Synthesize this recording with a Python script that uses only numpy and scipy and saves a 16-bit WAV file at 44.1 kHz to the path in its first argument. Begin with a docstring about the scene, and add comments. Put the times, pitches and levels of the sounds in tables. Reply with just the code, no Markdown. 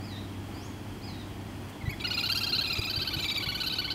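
"""Two little grebes trill in a duet on a calm pond: short arched notes in alternation, led in by soft peeps.
Each note is a stack of harmonics on an arch of pitch, coloured by the throat. The lower bird is clean;
the higher one is rasped by a second tone, or flips up into a thin squeak.
Far birds whistle as gliding sines, a distant engine hums as steady tones under coloured noise for the air,
and a few dull bumps are short low pulses. Decaying noise makes the diffuse answer of the banks."""
import sys
import numpy as np
from scipy import signal
from scipy.fft import rfft, irfft, next_fast_len
from scipy.io import wavfile
from scipy.ndimage import map_coordinates

SR = 44100
rng = np.random.default_rng(int(sys.argv[2]) if len(sys.argv) > 2 else 0)


def int16_out(signal):
    """Quantize to a 16-bit WAV file."""
    q = np.round(np.clip(np.atleast_2d(signal).T, -1, 1) * 32767)
    wavfile.write(sys.argv[1], SR, q.astype(np.int16))


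N = 173754
TOP_HZ = 15750  # band limit
TRILL_START_S = 2.1
BLUR_RAD = 0.58  # phase noise that frays the treble overtones

# treble level of both birds through the trill, before each note's own changes: t/s, level/dB
TREBLE_COURSE = [(2.05, -40.5), (2.2, -32.5), (2.4, -29.5), (2.52, -36), (2.9, -36), (3.65, -33.5),
                 (3.85, -39.5)]


def amp(db):
    """Decibels to gain."""
    return 10 ** (np.asarray(db) / 20)


def unit(x):
    """Scaled to rms 1."""
    return x / np.sqrt(np.mean(x ** 2) + 1e-20)


def along(points, hz):
    """Reads (Hz, value) points on a log frequency axis."""
    f, v = np.transpose(points)
    return np.interp(np.log(hz + 1), np.log(f + 1), v)


def wobble(rate, size=N):
    """A smooth random curve of about rms 1, with rate knots a second."""
    knots = rng.standard_normal(size + 4)
    position = np.arange(size) * rate / SR
    return map_coordinates(knots, [position], order=3, prefilter=False) * np.sqrt(2)


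def filtered(x, response):
    """Multiplies the spectrum of x by a response of frequency."""
    m = next_fast_len(N + SR // 2)
    hz = np.fft.rfftfreq(m, 1 / SR)
    return irfft(rfft(x, m) * response(hz), m)[:N]


def noise(spectrum):
    """Coloured noise of rms 1."""
    return unit(filtered(rng.standard_normal(N), lambda hz: amp(along(spectrum, hz))))


def add(track, s, sound):
    """Mixes a sound in, centred on time s."""
    i = round(s * SR) - len(sound) // 2
    track[i:i + len(sound)] += sound[:max(N - i, 0)]


def background():
    """Coloured noise for open air, an engine's fading hum, a thin insect-like band and a faint rustle."""
    # engine partials, rms level at the start: f/Hz, level/dB
    hum_partials = [(99, -42), (198.5, -49), (231.3, -51.5), (265, -53.5), (296.5, -51)]
    # colour of the air, relative: f/Hz, level/dB
    air_colour = [(25, -20), (45, -3.5), (125, -2.5), (200, -8), (330, -5), (500, -17.5), (800, -14),
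                  (1300, -21.5), (3200, -25.5), (3700, -32), (4600, -29), (5600, -34), (15500, -40.5)]
    # colour of the thin steady band, relative: f/Hz, level/dB
    insect_colour = [(2750, -22), (3320, -4), (3700, -35.5)]
    hum_fade_db_per_s = 2.5
    rustle_s, rustle_db = 1.7, -54
    t = np.arange(N) / SR
    hum = np.zeros(N)
    for hz, db in hum_partials:
        level_db = db - hum_fade_db_per_s * t + 0.54 * wobble(6.92)
        hum += np.sqrt(2) * amp(level_db) * np.sin(2 * np.pi * hz * t + 0.51 * wobble(8.24))
    drift_db = .5 * wobble(10)
    air = amp(-42 + drift_db) * noise(air_colour)
    rustle = amp(rustle_db) * np.exp(-((t - rustle_s) / .012) ** 2) * rng.standard_normal(N)
    insects = amp(-61.0) * noise(insect_colour)
    return hum + air + rustle + insects


def bumps():
    """Dull bumps as short low-pitched pulses, and one harder knock as a decaying burst of noise."""
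    # dull bumps: t/s, peak level/dB
    bump_rows = [(1.843, -29), (1.883, -20), (2.794, -24), (2.981, -27), (3.171, -28), (3.478, -30)]
    # hard knock, rms level at its onset: t/s, level/dB
    knock_rows = [(2.789, -26.5)]
    bump_hz = 103
    out, t = np.zeros(N), np.arange(-SR // 10, SR // 10) / SR
    pulse = np.cos(2 * np.pi * bump_hz * t) * np.exp(-np.abs(t * bump_hz / 0.55) ** 3.1)
    for s, db in bump_rows:
        add(out, s, amp(db) * pulse)
    for s, db in knock_rows:
        age = np.arange(N) / SR - s
        decay = (age > 0) * amp(-60 * np.abs(age) / 0.036)  # 60 dB down in 36 ms
        out += amp(db) * decay * noise([(150, 1), (450, -3.5), (900, -32), (3000, -48)])
    return out


def far_birds():
    """Slurred whistles: gliding sines with a weak undertone at half the pitch and an overtone at 3/2."""
    # one table per whistle or chirp, level of the main tone: t/s, f/Hz, level/dB
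    whistle_paths = [
        [(0.0, 4400, -53), (.05, 5140, -50), (.1, 4145, -48.5), (.16, 3603, -45.5), (.19, 3985, -48.5),
         (.22, 3630, -60)],
        [(.52, 4200, -60), (.61, 5300, -54.5), (.675, 7180, -57)],
        [(1.015, 3900, -55), (1.04, 5000, -48), (1.065, 4950, -50), (1.09, 4220, -49), (1.14, 3800, -56),
         (1.205, 3850, -53.5), (1.25, 3500, -54)],
        [(1.727, 3620, -56), (1.747, 3280, -57)],
        [(1.922, 3170, -47), (1.95, 3500, -51)],
    ]
    out, t = np.zeros(N), np.arange(N) / SR
    for rows in whistle_paths:
        s, hz, db = np.transpose(rows)
        pitch = np.interp(t, s, hz) * (1 + 0.012 * wobble(300))
        phase = 2 * np.pi * np.cumsum(pitch) / SR
        gate = np.clip(np.minimum(t - s[0], s[-1] - t) / 0.0051, 0, 1)
        flutter_db = 3 * wobble(90)
        tone = np.sin(phase) + amp(-7.5) * np.sin(phase / 2) + amp(-17) * np.sin(3 * phase / 2)
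        out += gate * amp(np.interp(t, s, db) + flutter_db) * tone
    return out


def bank(x, delay_s):
    """The diffuse answer of the banks: x convolved with decaying noise; the lows die first."""
    # time to decay by 60 dB: f/Hz, t60/s
    decay_times = [(300, 0.13), (3000, 0.52), (6000, 0.59), (14000, 0.49)]
    hz, t, z = signal.stft(rng.standard_normal(SR // 2), SR, nperseg=256)
    decay = amp(-60 * t / along(decay_times, hz)[:, None])
    tail = signal.istft(z * decay, SR, nperseg=256)[1]
    delayed = np.pad(x, (int(delay_s * SR), 0))
    return signal.fftconvolve(delayed, tail / np.linalg.norm(tail))[:N]


def note(hz, level_db, upper_db, treble_db, shape, jitter, second_db=-100, mid_treble_db=0,
         glide=0, swell_db=0, fade_db_per_s=0, top_shift=1, blur=0):
    """One arch of pitch: its harmonics sweep through the throat's resonances; a second tone makes it rasp."""
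    # throat response of both birds: f/Hz, level/dB
    throat = [(800, -9.5), (1450, -11), (1800, -7.5), (2300, 1), (2900, -3), (3400, 1.5), (4200, 5.5),
              (4650, -2.5), (5300, -15.5), (6800, -17), (8000, -24.5), (10300, -26), (12400, -17.5),
              (14000, -22), (15500, -43)]
    # where the upper resonance is lifted: f/Hz, weight
    upper_zone = [(3100, 0), (3700, 1), (5050, 1), (5500, 0)]
    # where the treble settings take hold: f/Hz, weight
    treble_zone = [(5050, 0), (5500, 1)]
    # where the top resonance is retuned: f/Hz, weight
    top_zone = [(8000, 0), (11000, 1)]
    arch_power, skew = 2.42, 0.352  # roundness of the arch; its random lopsidedness
    scatter_db, sag_loss_db = 3, 8  # treble overtone balance per note; loss per unit of pitch sag
    swell_s, blur_rate = 0.0058, 1394  # width of the crest's swell; phase noise knots a second
    # second tone: ratio to the pitch, scatter of that ratio, how the two modulate each other
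    second_ratio, second_spread, second_depth, second_pull = 2.71, 0.0617, 0.1, 0.17

    rise, fall, drop_in, drop_out, before, after = shape
    t = np.arange(-SR // 32, SR // 32) / SR
    size = len(t)
    lean = np.exp(skew * rng.uniform(-1.043, 1))
    sag_in = lean * drop_in * np.abs(t / rise) ** arch_power
    sag_out = drop_out / lean * np.abs(t / fall) ** arch_power
    sag = np.minimum(np.where(t < 0, sag_in, sag_out), .5)
    f0 = hz * np.exp(glide * t - sag + jitter * wobble(1454, size))

    swell = swell_db * (np.exp(-(t / swell_s) ** 2) - .7)
    effort_db = swell - sag_loss_db * sag - fade_db_per_s * t
    gate = amp(effort_db) / (1 + np.abs(t / np.where(t < 0, before, after)) ** 8)

    phase = 2 * np.pi * (np.cumsum(f0) / SR + rng.random())
    ratio = second_ratio + second_spread * rng.standard_normal()
    second = ratio * phase + 2 * np.pi * rng.random() + .5 * wobble(424, size)

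    k = np.arange(1, 15)[:, None]  # harmonic numbers
    f = k * f0
    treble, top = along(treble_zone, f), along(top_zone, f)
    lifts = upper_db * along(upper_zone, f)
    lifts += (treble_db + scatter_db * rng.standard_normal(k.shape)) * treble
    lifts += mid_treble_db * (treble - top)
    gains = amp(along(throat, f / top_shift ** top) + lifts) * (f < TOP_HZ)

    beat = np.sin(3 * phase - second)
    pulled = phase + second_pull * min(amp(second_db), 1) * beat
    smear = blur * treble * np.array([wobble(blur_rate, size) for _ in k])
    stack = (gains * np.sin(k * pulled + smear)).sum(0)
    side = amp(second_db) * np.sin(second) * (1 + second_depth * np.cos(phase))
    flutter_db = 1.5 * wobble(400, size)
    return np.sqrt(2) * amp(level_db + flutter_db) * gate * (stack + side)


def peeps():
    """Soft gliding notes around the start of the trill, one with a bright flick."""
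    # middle, pitch, half length, level before the throat, brightness, relative glide:
    # t/s, f/Hz, half/s, level/dB, bright/dB, glide/(1/s)
    peep_rows = [(1.82, 2120, 0.01, -45.5, -11, -5.5), (1.870, 1990, 0.015, -40, -10, -1),
                 (1.9, 2243, 0.008, -39, -3.5, 2.5), (1.911, 2518, 0.0053, -42.5, 10.5, 0.5),
                 (1.93, 2124, 0.011, -40, -16, -4.5), (2.074, 2060, .004, -34.5, -12, 2)]
    out = np.zeros(N)
    for s, hz, half, db, bright_db, glide in peep_rows:
        shape = (half, half, .03, .03, half, half)
        add(out, s, note(hz, db, bright_db - 9, bright_db, shape, jitter=0.011, glide=glide))
    return out


def higher_grebe():
    """Answers in the gaps, with a rasping two-tone arch or a run-up that breaks into a squeak."""
    # crest, pitch, level before the throat, lift of the upper resonance, second tone relative to the level:
    # t/s, f/Hz, level/dB, upper/dB, second/dB
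    rasp_rows = [(2.268,1535,-36,3,5.5), (2.327,1601,-35,5.5,6), (2.386,1623,-37.5,10.5,0),
                 (2.445,1621,-35.5,8,0), (2.502,1596,-40.5,9,-2), (2.561,1540,-35,5,2),
                 (2.619,1620,-36,-8,2.5), (2.909,1558,-37.5,7,2), (2.971,1581,-38,10,-15),
                 (3.027,1582,-36,4,1.5), (3.085,1562,-34,2,-1), (3.144,1513,-33,-1.5,-2),
                 (3.198,1532,-35,-4,0.5), (3.436,1513,-34,-4.5,-2.5), (3.498,1492,-31.5,-3,-7),
                 (3.558,1516,-33.5,-2,-5), (3.614,1506,-33.5,-2.5,0), (3.675,1537,-34.5,1,4),
                 (3.736,1540,-35,0.5,-3), (3.796,1500,-31,0,-7), (3.856,1524,-33.5,-4,-4),
                 (3.915,1535,-33,0,0)]
    # notes in the top register, level before the throat: t/s, f/Hz, level/dB, upper/dB
    squeak_rows = [(2.022,2340,-42,-4), (2.084,2480,-43,16), (2.151,2460,-36,11), (2.210,2466,-34.5,8.5),
                   (2.684,2485,-36.5,7), (2.739,2453,-36,9.5), (2.794,2428,-37.5,11.5),
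                   (2.858,2484,-35.5,7), (3.211,2390,-40.5,-12), (3.263,2340,-35,-1),
                   (3.322,2320,-34.5,4.5), (3.383,2330,-34,4)]
    # arches, each: rise/s, fall/s, log pitch drop at start and end (before the random lean),
    # time before/s and after/s the crest where the gate halves
    rasp_shape = (0.014, 0.0151, 0.17, 0.083, 0.012, 0.011)
    squeak_shape = (0.01196, 0.0078, 0.0046, 0.028, 0.0088, 0.0069)
    run_up_shape = (0.012, 0.011, 0.269, .02, 0.014, 0.00076)
    run_up_s, run_up_ratio, run_up_db = .009, 0.56, -4  # low climb before a squeak, relative to it
    vigour_s, punch_db_per_s = 0.77, 260  # while fresh, notes start hard and fade
    top_tired, top_lift, top_squeak = 0.96, .13, 1.24  # top resonance: tired, rise with vigour, in a squeak
    out = np.zeros(N)
    for s, hz, db, upper_db, second_db in rasp_rows:
        vigour = np.exp(-((s - TRILL_START_S) / vigour_s) ** 2)
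        treble_db = np.interp(s, *np.transpose(TREBLE_COURSE)) - db
        add(out, s, note(hz, db, upper_db, treble_db, rasp_shape, jitter=0.0075, second_db=second_db,
                         mid_treble_db=-6.5, fade_db_per_s=punch_db_per_s * vigour,
                         top_shift=top_tired + top_lift * vigour, blur=BLUR_RAD))
    for s, hz, db, upper_db in squeak_rows:
        run_up = note(hz * run_up_ratio, db + run_up_db, 1.2, 0, run_up_shape,
                      jitter=0.005, second_db=4, blur=BLUR_RAD)
        add(out, s - run_up_s, run_up)
        add(out, s, note(hz, db, upper_db, 4.5, squeak_shape, jitter=0.0023, top_shift=top_squeak))
    return out


def lower_grebe():
    """Clean arched notes, about seventeen a second; taut ones swell at the crest, slack ones stay flat and dull."""
    # crest, pitch, level before the throat, lift of the upper resonance: t/s, f/Hz, level/dB, upper/dB
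    low_rows = [(2.052,1447,-29,-7), (2.116,1470,-30,-5), (2.182,1400,-32.5,-4), (2.241,1431,-30.5,-3.5),
                (2.302,1400,-30,-4.5), (2.36,1406,-32,-7.5), (2.418,1390,-33,-7.5), (2.475,1403,-33.5,-3.5),
                (2.535,1412,-33,1.5), (2.592,1386,-34.5,3), (2.649,1376,-36.5,0.5), (2.708,1388,-34,-3.5),
                (2.766,1333,-36,-4), (2.826,1335,-38,-2), (2.881,1336,-36,-3.5), (2.942,1357,-37.5,0.5),
                (3.001,1330,-39,0), (3.06,1323,-38.5,-8), (3.117,1210,-41,-4), (3.176,1293,-39.5,-2.5),
                (3.234,1340,-41,3.5), (3.293,1298,-46.5,12), (3.355,1287,-46.5,9), (3.413,1152,-40,-6),
                (3.471,1153,-39,-2.5), (3.528,1143,-37.5,-7), (3.585,1223,-41,-8), (3.645,1387,-34,-3.5),
                (3.708,1309,-40,2.5), (3.766,1297,-43,2), (3.826,1180,-41,-8), (3.887,1133,-40.5,-10)]
    # arch: rise/s, fall/s, log pitch drop at start and end (before the random lean),
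    # time before/s and after/s the crest where the gate halves
    low_shape = (0.012, 0.0139, .21, 0.156, 0.012, 0.011)
    usual_hz, treble_db_per_octave = 1495, 24  # notes below the usual pitch are duller
    usual_swell_db, swell_db_per_octave = 7.5, 41
    mid_treble_db_per_s = 1.5  # about 5.5-8 kHz gains on the rest of the treble
    out = np.zeros(N)
    for s, hz, db, upper_db in low_rows:
        age, octaves = s - TRILL_START_S, np.log2(hz / usual_hz)
        treble_db = np.interp(s, *np.transpose(TREBLE_COURSE)) - db + treble_db_per_octave * octaves
        treble_db -= age  # 1 dB a second
        swell_db = max(usual_swell_db + swell_db_per_octave * octaves, 0)
        add(out, s, note(hz, db, upper_db, treble_db, low_shape, jitter=0.0041,
                         mid_treble_db=mid_treble_db_per_s * age, swell_db=swell_db, blur=BLUR_RAD))
    return out


def scene():
    """The banks soften the gaps of the trill and trail behind the far birds."""
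    pair = lower_grebe() + higher_grebe() + peeps()
    far = far_birds()
    near_mix = pair + amp(-10.5) * bank(pair, .006)
    far_mix = far + amp(-2) * bank(far, 0.007)
    return (near_mix + far_mix + bumps() + background())[None]


def record(dry):
    """Nothing is kept above the band limit."""
    return filtered(dry[0], lambda hz: hz < TOP_HZ)[None]


dry = scene()
out = record(dry)
int16_out(out)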